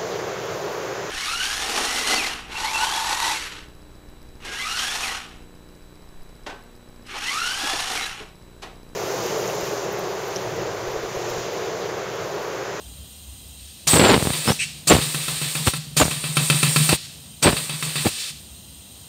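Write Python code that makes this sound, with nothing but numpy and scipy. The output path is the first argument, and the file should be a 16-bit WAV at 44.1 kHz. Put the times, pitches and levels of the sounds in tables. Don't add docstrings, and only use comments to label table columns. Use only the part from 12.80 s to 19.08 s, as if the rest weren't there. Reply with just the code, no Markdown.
import sys
import numpy as np
from scipy import signal
from scipy.fft import rfft, irfft, next_fast_len
from scipy.io import wavfile
from scipy.ndimage import uniform_filter1d

SR = 44100
rng = np.random.default_rng(int(sys.argv[2]) if len(sys.argv) > 2 else 0)


def gain_from_db(level_db):
    decades = np.asarray(level_db, float) / 20
    return 10 ** decades


def to_wav(s):
    ch = np.atleast_2d(s).T
    pcm = np.round(np.clip(ch, -1, 1) * 32767)
    wavfile.write(sys.argv[1], SR, pcm.astype(np.int16))


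N = 276948
TIME = np.arange(N) / SR
EDGE_DB = 30
OPEN_S, SHUT_S = 0.005, 0.03


def curve(tables, column, rest):
    out = np.full(N, rest, float)
    for rows in map(np.array, tables):
        inside = slice(*np.searchsorted(TIME, rows[[0, -1], 0]))
        course = np.interp(TIME[inside], rows[:, 0], rows[:, column])
        out[inside] = np.maximum(out[inside], course)
    return out


def unit(x):
    return x / np.sqrt(np.mean(x ** 2))


def noise(spectrum):
    hz, db = np.transpose(spectrum)
    size = next_fast_len(N)
    bins_hz = np.maximum(np.arange(size // 2 + 1) * SR / size, 1)
    gain = gain_from_db(np.interp(np.log(bins_hz), np.log(hz), db, left=-99, right=-99))
    return unit(irfft(rfft(rng.standard_normal(size)) * gain, size)[:N])


def walk(rate_hz):
    held = int(SR / rate_hz)
    stairs = np.repeat(rng.standard_normal(N // held + 1), held)
    return unit(uniform_filter1d(uniform_filter1d(stairs, held), held)[:N])


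def band(x, hz, width_hz):
    return signal.lfilter(*signal.iirpeak(hz, hz / width_hz, SR), x)


def band_twice(x, hz, width_hz):
    return band(band(x, hz, width_hz), hz, width_hz)


def ring(modes):
    t = TIME[:SR // 2]
    return [gain_from_db(db - 60 * t / t60) * np.sin(2 * np.pi * hz * t) for hz, db, t60 in modes]


def blows(times_s, sizes):
    out = np.zeros(N)
    np.add.at(out, (np.asarray(times_s) * SR).astype(int), sizes)
    return out


def through(x, response):
    return signal.fftconvolve(x, response)[:N]


def reflections(t60_s, start_s):
    t = TIME[:SR // 2]
    echoes = rng.standard_normal(len(t)) * gain_from_db(-60 * t / t60_s) * (t > start_s)
    return echoes / np.sqrt(np.sum(echoes ** 2))


def puffs(rows):
    shapes = []
    for s, rise, hold, fall, db in rows:
        shapes.append([(s - rise, db - EDGE_DB), (s, db), (s + hold, db),
                       (s + hold + 2 * fall, db - 2 * EDGE_DB)])
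    return curve(shapes, column=1, rest=-120)


def flow_db(sizzle):
    # (open [s], shut [s], hiss at opening [dB], hiss at shutting [dB],
    # valve-seat sizzle over the hiss [dB])
    openings = [
        (1.071, 1.715, -27.5, -28, -9),
        (2.072, 2.906, -28.5, -30, -9),
        (2.945, 2.974, -36, -32, -18),
        (3.166, 3.57, -31.5, -32, -3.5),
        (3.556, 4.148, -26, -22, -4),
        (4.627, 4.932, -26, -34, -6.5),
        (4.936, 5.292, -32.5, -27, -8.5),
        (5.29, 5.506, -35, -37.5, -7),
    ]
    shapes = []
    for opened, shut, first_db, last_db, sizzle_db in openings:
        extra_db = sizzle * sizzle_db
        shapes.append([(opened - OPEN_S, first_db - EDGE_DB + extra_db), (opened, first_db + extra_db),
                       (shut, last_db + extra_db), (shut + SHUT_S, last_db - EDGE_DB + extra_db)])
    return curve(shapes, column=1, rest=-120)


def shop():
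    # (frequency [Hz], level [dB/Hz])
    hum_colour = [(30, -16), (55, -6), (68, 4), (85, -15.5), (110, -19.5)]
    # (time [s], level [dB])
    hum_course = [(0, -40), (1, -46.5), (1.9, -54), (3.1, -44), (4.4, -54), (5.6, -46), (6.28, -54)]
    # (frequency [Hz], level [dB/Hz])
    murmur_colour = [(56, -36), (95, -0.5), (113, -10.5), (139, -6.5), (209, -9.5), (358, -20), (388, -21),
                     (692, -22), (2200, -34.5), (2860, -63), (4840, -120)]
    # (frequency [Hz], level [dB/Hz])
    leak_colour = [(1180, -52.5), (2000, -19.5), (2400, -18), (2570, -9), (2780, -12), (3260, -3.5),
                   (3550, -9), (3870, -8), (5490, -16.5), (6880, -10.5), (7570, -15), (8630, -2.5),
                   (10800, -21.5), (13000, -13), (16000, -16.5)]
    murmur_db, leak_db = -48, -45
    duck_db, duck_s = -8, 0.21
    busy = uniform_filter1d(1.0 * (flow_db(False) > -2 * EDGE_DB), int(duck_s * SR))
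    hum_db = curve([hum_course], column=1, rest=-120) + duck_db * busy + 1.9 * walk(5.6)
    hum = gain_from_db(hum_db) * noise(hum_colour)
    murmur = gain_from_db(murmur_db - 1.5 + 1.3 * walk(6.2)) * noise(murmur_colour)
    hiss = noise(leak_colour)
    leak = unit(hiss + 0.68 * through(hiss, reflections(0.053, 0.00084)))
    return hum + murmur + gain_from_db(leak_db + 0.14 * walk(2.78)) * leak


def air(chuff):
    # (time [s], hold [s], fall [s], level [dB])
    drains = [
        (0.797, 0.25, .05, -49),
        (1.74, .01, 0.48, -35),
        (1.834, .01, 0.32, -32.5),
        (2.89, .01, .15, -29),
        (2.97, .01, 0.72, -38.5),
        (4.157, 0.0081, 0.58, -35),
        (5.298, .2, .07, -30.5),
        (5.51, .01, 0.28, -42.5),
    ]
    # (frequency [Hz], level [dB/Hz])
    nozzle_colour = [(1100, -16), (2200, -7.5), (2750, -2.5), (4200, 0.5), (5300, -2.5), (5750, -6.5),
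                     (8600, -6), (14000, -26)]
    # (time [s], level [dB])
    spits = [
        (1.076, -14),
        (2.076, -19),
        (3.17, -16.5),
        (4.627, -18.5),
    ]
    # (frequency [Hz], level [dB/Hz])
    spit_colour = [(3600, -25), (4500, -2.5), (5500, -7.5), (7200, -2.5), (8000, -16)]
    # (peak [s], rise [s], hold [s], fall [s], hiss [dB])
    surges = [
        (1.074, .005, 0.081, 0.16, -19.5),
        (1.693, 0.18, 0.0066, 0.17, -24.5),
        (2.075, .005, 0.011, .4, -20.5),
        (2.87, 0.038, 0.0026, .08, -18.5),
        (3.169, 0.0054, .03, 0.21, -21),
        (4.095, 0.041, 0.063, .022, -29),
        (4.627, .005, 0.009, 0.15, -21),
        (5.255, .015, 0.028, 0.035, -25.5),
    ]
    # (frequency [Hz], level [dB/Hz])
    fine_colour = [(2940, -22.5), (5000, -5.5), (5650, -9), (6630, -7.5), (6760, -7), (7790, -3),
                   (8090, -1), (8790, 0), (10200, -10.5), (14900, -12), (16000, -9.5)]
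    # (frequency [Hz], level [dB/Hz])
    roar_colour = [(1000, -12), (1700, -7), (2050, -3), (2650, -0.5), (2870, -1.5), (3830, 1), (4890, -3.5),
                   (5600, -33), (7280, -32), (12300, -120)]
    # (frequency [Hz], level [dB/Hz])
    breath_colour = [(150, -25), (300, 0.5), (700, -0.5), (1200, 1), (2000, -16.5), (2600, -42)]
    sizzle_colour = [(7000, -19), (7900, -11.0), (8600, 1), (9300, -6.5), (10000, -30.5)]

    steady, surge = gain_from_db(flow_db(False)), gain_from_db(puffs(surges))

    def strength(steady_db, surge_db):
        return np.hypot(steady * gain_from_db(steady_db), surge * gain_from_db(surge_db))

    drain_db = puffs([(s, SHUT_S, hold, fall, db) for s, hold, fall, db in drains])
    drain = gain_from_db(drain_db + 1.6 * walk(25.03)) * noise(nozzle_colour)
    spit_db = puffs([(s, OPEN_S, 0.011, 0.026, db) for s, db in spits])
    spit = gain_from_db(spit_db) * noise(spit_colour)
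    fine = strength(0, 0) * gain_from_db(1.0 * walk(40)) * noise(fine_colour) * (0.85 + 0.5 * chuff)
    roar = strength(-2.5, -5.5) * gain_from_db(1.2 * walk(30)) * noise(roar_colour) * (0.77 + 1.24 * chuff)
    breath = strength(-12, -13) * gain_from_db(0.96 * walk(30)) * noise(breath_colour) * (0.61 + 2.0 * chuff)
    seat = np.hypot(gain_from_db(flow_db(True)), surge * gain_from_db(-12))
    sizzle = seat * gain_from_db(0.63 * walk(40)) * noise(sizzle_colour)
    return fine + roar + breath + sizzle + drain + spit


def choke_db():
    lock_s, rise_s, hold_s, fall_s, damping_db = 4.165, 0.06, 0.4, 0.01, -18
    return damping_db * gain_from_db(puffs([(lock_s, rise_s, hold_s, fall_s, 0)]))


def piston():
    # (time [s], knock [dB], barrel ring [dB], return blow after [s])
    strokes = [(1.07, -19, -28, 0.07), (1.533, -25, -32.5, 0.045), (2.0718, -32, -27, 0.046),
               (2.2126, -23, -26.5, .048), (2.3456, -13, -27, .042), (2.4811, -13.5, -29.5, 0.037),
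               (2.6154, -16, -27, .042), (2.7525, -12.5, -27, 0.044), (2.936, -10, -27.5, 0.037),
               (3.1672, -37, -20, .042), (3.311, -14.5, -28.5, .048), (3.4398, -15, -26, 0.051),
               (3.5694, -1.5, -17.5, 0.042), (3.7, 0.5, -15.5, 0.042), (3.8301, -2.5, -15.5, 0.042),
               (3.9612, -1, -15.5, 0.04), (4.0913, -2, -18.5, .0425), (4.628, -12, -23, .043),
               (4.7669, -12.5, -32, 0.043), (4.8951, -14.5, -30, 0.04), (5.0255, -11.5, -29, 0.038),
               (5.1563, -14, -27, 0.041)]
    # (time [s], barrel ring [dB])
    coasting = [(1.666, -35), (1.801, -38), (1.935, -42), (3.067, -33), (4.221, -44), (4.351, -47.5),
                (4.482, -48), (5.286, -59), (5.496, -43.5)]
    # (frequency [Hz], level [dB], t60 [s])
    barrel_modes = [(154.5, 0, .26), (129, -5, .14), (225, -18, .24)]
    # (frequency [Hz], level [dB], t60 [s])
    head_modes = [(1193, -10.5, 0.049), (1408, -2.5, 0.032), (1900, -17, 0.0072), (2546, 0, 0.027),
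                  (3123, -6.5, 0.018), (3720, -4.5, 0.014), (4420, -9, 0.022)]
    coast_return_s = 0.048

    s, knock_db, ring_db, after = np.transpose(strokes)
    late, late_db = np.transpose(coasting)
    low, lower, upper = ring(barrel_modes)
    barrel_ring = -1.6 * (low - lower + upper)
    push = blows(s, gain_from_db(ring_db)) + blows(s + after, gain_from_db(ring_db))
    coast = blows(late, gain_from_db(late_db)) + blows(late + coast_return_s, gain_from_db(late_db))
    barrel = through(push, barrel_ring) * gain_from_db(choke_db()) + through(coast, barrel_ring)

    t = TIME[:SR // 10]
    chatter = blows([0, 0.0038, 0.0076], [1, 0.7, 0.5])[:len(t)]
    knocks = blows(s, -gain_from_db(knock_db)) + blows(s + 0.026, 0.16 * gain_from_db(knock_db))
    grit = through(np.abs(knocks), np.exp(-t / 0.0048)) * rng.standard_normal(N)
    head = through(through(knocks, chatter), 0.32 * sum(ring(head_modes)))
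    head = head + 0.9 * band_twice(grit, 2200, 3500) + 0.75 * band_twice(grit, 9500, 2500)

    thud_pulse = 2.9 * np.exp(-t / 0.00094) * np.sin(2 * np.pi * 330 * t)
    thud = through(blows(s, -gain_from_db(ring_db)), thud_pulse)
    chuff = through(blows(s, 0.75), np.exp(-t / 0.044))
    body = signal.sosfilt(signal.butter(2, 95, "high", fs=SR, output="sos"), barrel + thud)
    return body, head, chuff


def whistle():
    # (start [s], length [s], first pitch [Hz], last pitch [Hz], peak [dB])
    whistles = [
        (1.11, .21, 8100, 6940, -21.5),
        (1.686, 0.047, 5250, 6040, -29),
        (2.097, 0.046, 7590, 5410, -20.5),
        (3.205, .04, 7100, 5850, -23),
        (4.641, .025, 8140, 8000, -18),
    ]
    edge_s, knee_share, sag_share = 0.022, 0.45, 0.22
    knee_db, end_db = -13, -13.5
    glides = []
    for s, length, first_hz, last_hz, db in whistles:
        knee_hz = first_hz + sag_share * (last_hz - first_hz)
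        end = s + length
        glides.append([(s - edge_s, first_hz, db - EDGE_DB), (s, first_hz, db),
                       (s + knee_share * length, knee_hz, db + knee_db),
                       (end, last_hz, db + end_db), (end + edge_s, last_hz, db + end_db - EDGE_DB)])
    pitch_hz = curve(glides, column=1, rest=0) * (1 + 0.02 * walk(220))
    phase = 2 * np.pi * np.cumsum(pitch_hz) / SR
    flutter = 2.4 * walk(420) * np.cos(phase) + (0.5 + 1.23 * walk(380)) * np.sin(phase)
    return gain_from_db(curve(glides, column=2, rest=-120)) * 1.44 * flutter


def eddies(rate_hz, spread_db):
    chance = rng.random((3, N))
    size = np.minimum(-np.log(1 - chance[2]), 3.5)
    return (chance[0] < rate_hz / SR) * np.sign(chance[1] - 0.6) * gain_from_db(spread_db * size)


def slaps():
    # (peak [s], rise [s], hold [s], fall [s], level [dB])
    gust_rows = [(1.138, 0.065, 0.0084, 0.028, -16.5), (1.17, .025, .002, .04, -8),
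                 (1.197, 0.0128, .006, 0.055, -7.5), (1.21, .01, 0.049, .1, -12.5),
                 (1.25, .015, 0.011, 0.12, -10.5), (1.3, .06, 0.032, 0.084, -8.5),
                 (1.375, .01, .13, 0.043, -27.5), (1.686, 0.051, 0.019, 0.033, -14.5),
                 (1.718, .01, 0.0015, 0.0097, -17), (2.113, .03, 0.0017, 0.045, -2.5),
                 (2.142, .01, .002, 0.1, -14), (2.87, .01, .012, 0.018, -17),
                 (3.201, 0.0092, 0.031, 0.011, -9.5), (3.237, .01, .002, 0.18, -28.5),
                 (4.129, .024, 0.0022, 0.016, -16), (4.655, 0.035, 0.017, 0.0096, -8.5),
                 (4.678, .02, 0.0015, 0.055, -6.5), (4.726, .02, 0.0018, .12, -26.5),
                 (5.256, 0.016, .012, 0.029, -15)]
    # (time [s], pressure step [full scale])
    lone_slaps = [(1.134, -1.1), (1.1513, -0.5), (1.173, 0.77), (1.2277, -0.78), (1.3641, -0.63),
                  (1.3775, -0.64), (1.4257, -0.53), (1.4531, 0.33), (1.4717, -0.62), (1.5048, -0.41),
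                  (1.6777, -0.67), (1.704, -0.86), (1.72, 0.49), (2.1098, -1.1), (2.1383, 1), (2.1517, 1),
                  (2.1657, -0.57), (2.186, -0.49), (2.8739, 1), (2.8788, -0.59), (3.222, 0.66),
                  (3.2311, -0.47), (3.254, -0.38), (3.281, -0.26), (4.1289, -0.72), (4.6583, -1.06),
                  (4.679, -1.17), (4.7308, -0.42), (5.2581, -0.45), (5.2672, -0.43)]
    rumble_colour = [(45, -12), (80, -21.5), (200, 2), (600, -2.5), (2000, -20.5)]
    crackle_db, middling_db = -8.5, -4.5

    gust = gain_from_db(puffs(gust_rows) + 1.82 * walk(140))
    t = TIME[:SR // 20]
    quick = np.exp(-t / 0.00033) - 0.45 * np.exp(-t / 0.00089)
    slow = 0.62 * np.exp(-t / 0.0026) * np.cos(2 * np.pi * 125 * t) + 0.41 * np.exp(-t / 0.0011)
    small = 0.63 * unit(through(eddies(450, 3.37), quick)) + 0.45 * noise(rumble_colour)
    flicker = gain_from_db(crackle_db + 2.5 * walk(250))
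    crackle = flicker * 0.86 * unit(band(eddies(2500, 5.3), 2650, 2800))
    middling = gain_from_db(middling_db) * gust * eddies(130, 3.0)
    large = through(blows(*np.transpose(lone_slaps)) + middling, slow)
    port = gust * (small + crackle) + large
    return signal.sosfilt(signal.butter(6, 5000, fs=SR, output="sos"), port)


def vent():
    # (frequency [Hz], width [Hz], level [dB])
    tube_modes = [(2560, 720, -3.5), (3860, 850, -15), (5900, 1500, -15), (8100, 830, -9)]
    centre_s, length_s, level_db = 1.82, 0.052, -19.5
    puff = rng.standard_normal(N)
    tube = unit(sum(gain_from_db(db) * band_twice(puff, hz, width_hz) for hz, width_hz, db in tube_modes))
    return gain_from_db(level_db) * tube * np.exp(-np.abs((TIME - centre_s) / (length_s / 2)) ** 3)


def scene():
    bench_t60_s, bench_db = 0.06, -10
    room_t60_s, room_db = 0.58, -14
    blast_db = -14.5
    choke_share = 0.86
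    barrel, head, chuff = piston()
    gun = head + air(chuff) + whistle() + vent()
    gusts = slaps()
    bench = gain_from_db(bench_db) * through(gun, reflections(bench_t60_s, 0.00043))
    echo = through(gun + gain_from_db(blast_db) * gusts, reflections(room_t60_s, 0.0049))
    walls = gain_from_db(room_db + choke_share * choke_db()) * echo
    return (0.83 * (gun + bench) + walls + barrel + gusts + shop())[None]


def top_cut(x):
    return signal.sosfilt(signal.butter(12, 16800, fs=SR, output="sos"), x)


def record(dry):
    ceiling, top_hz = 0.93, 15550
    x = signal.sosfilt(signal.butter(4, 60, "high", fs=SR, output="sos"), dry)
    x = ceiling * np.tanh(x / ceiling)
    x = signal.sosfilt(signal.ellip(10, 0.2, 80, top_hz, fs=SR, output="sos"), x)
    return top_cut(x)


dry = scene()
out = record(dry)
to_wav(out)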